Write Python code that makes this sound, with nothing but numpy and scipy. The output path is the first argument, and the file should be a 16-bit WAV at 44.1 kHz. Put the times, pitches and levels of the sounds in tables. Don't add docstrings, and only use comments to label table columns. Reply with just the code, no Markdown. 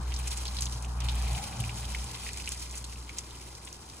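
import sys
import numpy as np
from scipy import signal
from scipy.fft import rfft, irfft
from scipy.io import wavfile
from scipy.ndimage import uniform_filter1d

SR = 44100
rng = np.random.default_rng(int(sys.argv[2]) if len(sys.argv) > 2 else 0)


def unload_wav(signal):
    wavfile.write(
        sys.argv[1],
        SR,
        np.round(np.clip(np.atleast_2d(signal).T, -1, 1) * 32767).astype(np.int16),
    )


N = 176400


def amp(db):
    return 10 ** (np.asarray(db) / 20)


def evened(x):
    return x / np.sqrt(np.mean(x ** 2) + 1e-20)


def read(points, hz):
    point_hz, value = np.transpose(points)
    return np.interp(np.log(hz + 1), np.log(point_hz + 1), value)


def curve(table, column):
    return np.interp(np.arange(N) / SR, [row[0] for row in table], [row[column] for row in table])


def coloured(x, spectrum):
    gain = amp(read(spectrum, np.fft.rfftfreq(N, 1 / SR)))
    return evened(irfft(rfft(x) * gain, N))


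def drift(seconds):
    span = max(int(seconds * SR), 1)
    once = uniform_filter1d(rng.standard_normal(N), span)
    return evened(uniform_filter1d(once, span))


def blend(same, a, b):
    return same * a + np.sqrt(1 - same ** 2) * b


# start_s, rumble_db, tyre_db, hollow_db
ROAD_LEVELS = [(0.0, -40, -45.5, -56), (0.04, -54, -50, -59), (0.61, -49.5, -51, -58.5),
               (1.05, -45, -48, -55), (1.35, -44.5, -49.5, -46), (1.56, -44, -49.5, -49.5),
               (2.72, -55, -55, -71), (3.97, -57, -57, -63), (4.0, -80, -54, -72)]
# freq_hz, gain_db
RUMBLE_SPECTRUM = [(25, -34), (45, -8), (80, 1), (150, -6), (210, -7), (300, -22.5), (500, -59)]
# freq_hz, gain_db
TYRE_SPECTRUM = [(400, -14), (700, -12), (950, -3.5), (1150, -8), (1400, -10.5), (1800, -16), (2600, -45)]
# freq_hz, gain_db
HOLLOW_SPECTRUM = [(500, -13), (700, -1.5), (800, 4.5), (880, 0), (1100, -57)]
# freq_hz, gain_db
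MURMUR_SPECTRUM = [(60, 0), (150, -6), (300, 2), (450, -1), (650, -10), (1200, -57)]
# freq_hz, likeness_ratio
ROAD_LIKENESS = [(100, 1), (290, 0.95), (600, 0.47), (1500, 0.25)]
# freq_hz, lean_db
ROAD_LEAN_DB = [(60, -4.5), (110, 1.5), (200, 2), (380, 1.5), (700, 4), (1290, 3.5), (2380, 0.5)]
MURMUR_DB = -57


def road():
    hz = np.fft.rfftfreq(N, 1 / SR)
    layers = [(curve(ROAD_LEVELS, column=1), RUMBLE_SPECTRUM),
              (curve(ROAD_LEVELS, column=2), TYRE_SPECTRUM),
              (curve(ROAD_LEVELS, column=3), HOLLOW_SPECTRUM),
              (MURMUR_DB, MURMUR_SPECTRUM)]

    def take():
        return rfft(sum(amp(db) * coloured(rng.standard_normal(N), spectrum) for db, spectrum in layers))

    a, b = take(), take()
    same = np.clip(read(ROAD_LIKENESS, hz), 0, 1)
    lean = amp(read(ROAD_LEAN_DB, hz) / 2)
    return irfft([a * lean, blend(same, a, b) / lean], N)


# start_s, drone_db, octave_db
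ENGINE_LEVELS = [(0.0, -35, -49), (0.1, -31, -46.5), (0.48, -37.5, -57.5), (0.63, -34, -45),
                 (0.8, -37, -45), (0.85, -36, -50), (1.06, -31, -40.5), (1.22, -29, -51),
                 (1.34, -31, -36.5), (1.48, -50.5, -58.5), (1.6, -42.5, -35), (2.0, -34.5, -57.5),
                 (2.12, -50, -46.5), (2.25, -43.5, -59), (2.99, -42, -53.5), (3.11, -46.5, -69),
                 (3.39, -50, -59), (3.87, -56, -66), (4.0, -55, -58)]
# start_s, pitch_hz
FIRING_RATE = [(0, 61), (.9, 60.3), (1.35, 59.5), (1.6, 58.5), (2, 59.8), (4, 60)]
DRONE_WAVER_DB, OCTAVE_WAVER_DB, PITCH_WAVER_TURNS = 1, 4.1, 0.015


def engine():
    turns = np.cumsum(curve(FIRING_RATE, column=1)) / SR + PITCH_WAVER_TURNS * drift(0.044)
    drone_db = curve(ENGINE_LEVELS, column=1) + DRONE_WAVER_DB * drift(0.0185)
    octave_db = curve(ENGINE_LEVELS, column=2) + OCTAVE_WAVER_DB * drift(0.0084)
    drone = amp(drone_db) * np.sin(2 * np.pi * turns)
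    octave = amp(octave_db) * np.sin(4 * np.pi * turns)
    return np.sqrt(2) * (drone + octave)


def hits(rate_per_s, spread_db):
    size = amp(spread_db * np.minimum(rng.exponential(1, N), 4))
    return (rng.random(N) < rate_per_s / SR) * size


BURST_DECAY_S, BURSTS_PER_S, BURST_SPREAD_DB = 0.0014, 300, 4


def bursts():
    train = hits(BURSTS_PER_S * amp(4 * drift(0.012)), BURST_SPREAD_DB)
    decay = np.exp(-np.arange(900) / SR / BURST_DECAY_S)
    return evened(signal.oaconvolve(train, decay)[:N])


def droplets(lo_hz, hi_hz, cycles, per_s, spread_db, clump_db, count=24):
    clumps = amp(clump_db * drift(0.01))
    out, t = np.zeros((2, N)), np.arange(600) / SR
    for hz in np.geomspace(lo_hz, hi_hz, count):
        angle = 2 * np.pi * hz * t
        shape = t * hz * np.exp(-2 * t * hz / cycles)
        train = hits(per_s * clumps / count, spread_db)
        flipped = train * rng.choice([-1, 1], N)
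        out[0] += signal.oaconvolve(train, evened(shape * np.sin(angle)))[:N]
        out[1] += signal.oaconvolve(flipped, evened(shape * np.cos(angle)))[:N]
    return evened(out)


# start_s, gurgle_db, spray_db
FLOW_LEVELS = [(0.0, -52, -50.5), (0.154, -45.5, -53.5), (0.312, -44.5, -42.5), (0.512, -46, -47),
               (0.702, -47.5, -45), (0.83, -50.5, -48), (0.86, -53, -62), (0.89, -51, -49),
               (0.98, -54, -54.5), (1.01, -41, -55), (1.23, -42, -46.5), (1.61, -45.5, -44),
               (2.26, -44.5, -45.5), (2.4, -43, -43.5), (2.5, -46, -42.5), (2.72, -48.5, -45.5),
               (2.88, -52, -49.5), (3.15, -50.5, -50.5), (3.44, -53, -51), (4.0, -55.5, -51)]
# freq_hz, gain_db
GURGLE_SPECTRUM = [(1200, -6.5), (1850, -7), (2050, 0.5), (2230, -2.5), (2450, 3.5), (2750, -1), (3150, 3),
                   (3480, -2), (3800, 1), (5200, -2.5), (6500, -2.5)]
# freq_hz, gain_db
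SPRAY_SPECTRUM = [(2500, -14), (4000, -4), (5200, 0), (6200, -2.5), (8500, -2.5), (11000, -4.5),
                  (13000, -7), (16000, -9.5)]
MIST_DB, PATTER_DB, BURST_SHARE = -6, -3.5, 0.55


def stream():
    flicker, pops = drift(0.02), BURST_SHARE * bursts()
    gurgle = rng.standard_normal((2, N)) * (amp(4.5 * flicker + 1.3 * drift(0.05)) + pops)
    spray = rng.standard_normal((2, N)) * (amp(1.5 * flicker) + pops)
    gurgle += amp(PATTER_DB) * droplets(1900, 5400, cycles=3, per_s=900, spread_db=2, clump_db=5)
    spray += amp(MIST_DB) * droplets(4150, 13900, cycles=2.3, per_s=700, spread_db=2.9, clump_db=5.3)
    gurgle_amp, spray_amp = amp(curve(FLOW_LEVELS, column=1)), amp(curve(FLOW_LEVELS, column=2))
    return np.array([gurgle_amp * coloured(g, GURGLE_SPECTRUM) + spray_amp * coloured(s, SPRAY_SPECTRUM)
                     for g, s in zip(gurgle, spray)])


SPATTER_DECAY_S = 0.009
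CRACK_DB = -8.5
LEAD_FROM_HZ = 5800


def drops(table, cycles, width):
    size = 2400
    t, freq_hz = np.arange(size) / SR, np.fft.rfftfreq(size, 1 / SR)
    out = np.zeros((2, N + size))
    for start_s, peak_db, pitch_hz, spatter_db in table:
        noise = rng.standard_normal((5, size))
        hiss, snap, lumps = noise[:2], noise[2:4], noise[4]

        turn = np.array([[0], [np.sign(pitch_hz - LEAD_FROM_HZ) * np.pi / 2]])
        envelope = np.exp(-(t * pitch_hz / cycles - 2) ** 2)
        ping = envelope * np.sin(2 * np.pi * pitch_hz * t + turn)

        crack_envelope = np.exp(-abs(t - cycles / pitch_hz) / 0.00017)
        crack = amp(CRACK_DB) * np.diff(snap, prepend=0) * crack_envelope

        lumpy = hiss * amp(4 * evened(uniform_filter1d(lumps, size=30)))
        resonance = 1 / (1 + (np.log(freq_hz / pitch_hz + 1e-3) / width) ** 2)
        low_cut = freq_hz ** 2 / (freq_hz ** 2 + (0.54 * pitch_hz) ** 2)
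        fizz = evened(irfft(rfft(lumpy) * resonance * low_cut))
        fade = np.minimum(t / 0.00022, 1) * np.exp(-t / SPATTER_DECAY_S)
        spatter = amp(spatter_db) * fizz * fade

        first = round(start_s * SR)
        out[:, first:first + size] += amp(peak_db) * (ping + crack + spatter)
    return out[:, :N]


# start_s, ping_peak_db, pitch_hz, spatter_db (re ping peak, before its fade)
PLOP_DROPS = [(0.121, -33.5, 2780, -5.5), (0.274, -34.5, 2650, -8), (0.3145, -34, 3800, -0.5),
              (0.4544, -31, 3580, -4), (0.4675, -33, 4470, -5), (0.4815, -29, 4300, -8),
              (0.5677, -26.5, 4100, -9), (0.587, -31, 3840, -2), (0.6062, -38, 3540, -19.5),
              (0.666, -34.5, 3540, -4), (0.846, -36, 2830, -8), (1.005, -39, 2960, 0),
              (1.0858, -26.5, 3280, -1.5), (1.32, -37, 3080, -11), (1.349, -30.5, 2840, -6),
              (1.377, -36, 2470, -1), (1.6006, -32.5, 3030, -6), (1.6392, -34, 2450, -5.5),
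              (1.6936, -29.5, 2500, -11), (1.8436, -35.5, 3160, -3.5), (1.9333, -53, 2440, -12),
              (1.9475, -23.5, 2390, -8.5), (2.145, -35.5, 3300, -3.5), (2.2655, -36, 2230, -4),
              (2.289, -33.5, 2300, -3.5), (2.374, -34, 2500, -8), (2.4003, -31, 2600, -24),
              (2.4425, -35, 3920, -14), (2.4751, -25.5, 2610, -6.5), (2.741, -44.5, 2300, 3),
              (2.8414, -35.5, 3780, -3), (2.9247, -40.5, 2130, -5), (2.9583, -39.5, 2630, -19),
              (3.0925, -36, 2330, -3), (3.184, -36.5, 3160, -4), (3.308, -39, 3700, -6.5),
              (3.674, -38, 2960, -2.5)]
PLOP_CYCLES, PLOP_WIDTH_LOG_HZ = 1.7, 0.3


def plops():
    return drops(PLOP_DROPS, PLOP_CYCLES, PLOP_WIDTH_LOG_HZ)


# start_s, ping_peak_db, pitch_hz, spatter_db (re ping peak, before its fade)
TICK_DROPS = [(0.1407, -23.5, 5100, -13), (0.163, -30.5, 4830, -4), (0.1896, -26.5, 9150, -11),
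              (0.2394, -42, 5600, -14), (0.2735, -27.5, 6450, -4.5), (0.3082, -29.5, 7100, -5),
              (0.3733, -23, 6560, -10), (0.452, -30.5, 7340, -6.5), (0.4804, -24.5, 5050, -19),
              (0.5515, -37, 7000, -20), (0.559, -49, 7000, -25), (0.5676, -30, 8900, -12),
              (0.6085, -21, 7700, -9.5), (0.622, -18.5, 5360, -13), (0.6462, -30, 6960, -12),
              (0.6565, -22, 5800, -15), (0.7238, -31.5, 4910, -7), (0.8225, -38, 6550, 0),
              (0.8485, -35, 6660, -9), (1.0039, -25, 5600, -12.5), (1.1537, -28, 9100, -10),
              (1.3311, -27, 7300, -12), (1.377, -31, 12000, -6), (1.6018, -28.5, 9700, -6),
              (1.7979, -32, 8100, -7.5), (2.0423, -26.5, 7630, -14), (2.3325, -25.5, 7460, -18),
              (2.373, -30.5, 7036, -3), (2.459, -26, 5530, -24), (2.4914, -15.5, 8800, -36),
              (2.5194, -29, 7190, -7), (2.596, -29.5, 6560, -16), (2.7113, -29.5, 6550, -11.5),
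              (2.755, -27, 7100, -11), (2.7747, -26, 7060, -9), (2.8434, -29.5, 6800, -10),
              (3.1852, -15.5, 6040, -16), (3.5516, -29.5, 5160, -16), (3.6506, -32.5, 7700, -8.5),
              (3.7284, -24.5, 6600, -18.5), (3.899, -32, 5000, -15)]
TICK_CYCLES, TICK_WIDTH_LOG_HZ = 1.05, 0.4


def ticks():
    return drops(TICK_DROPS, TICK_CYCLES, TICK_WIDTH_LOG_HZ)


# freq_hz, likeness_ratio
PORT_LIKENESS = [(1800, .75), (2500, .65), (2900, .1), (4000, .15), (5000, .55), (5500, .4), (6100, .7),
                 (10900, .65), (11800, 1)]


def spread(a, b):
    same = read(PORT_LIKENESS, np.fft.rfftfreq(N, 1 / SR))
    return a, irfft(blend(same, rfft(a), rfft(b)), N)


# freq_hz, left_lead_rad
PORT_LEAD = [(1500, 0), (2500, -.6), (3400, -2.8), (5200, -2.7), (5500, -4), (6100, -5.6), (8000, -4.7),
             (10500, -4.1), (11800, -np.pi)]


def ports(left, right):
    lead_rad = read(PORT_LEAD, np.fft.rfftfreq(N, 1 / SR))
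    return np.array([left, irfft(rfft(right) * np.exp(-1j * lead_rad), N)])


def scene():
    water = stream() + plops() + ticks()
    return road() + engine() + ports(*spread(*water))


EDGE_HZ = 15780


def record(dry):
    lowpass = signal.firwin(1023, EDGE_HZ, window=("kaiser", 9), fs=SR)
    return signal.oaconvolve(dry, lowpass[None], "same")


dry = scene()
out = record(dry)
unload_wav(out)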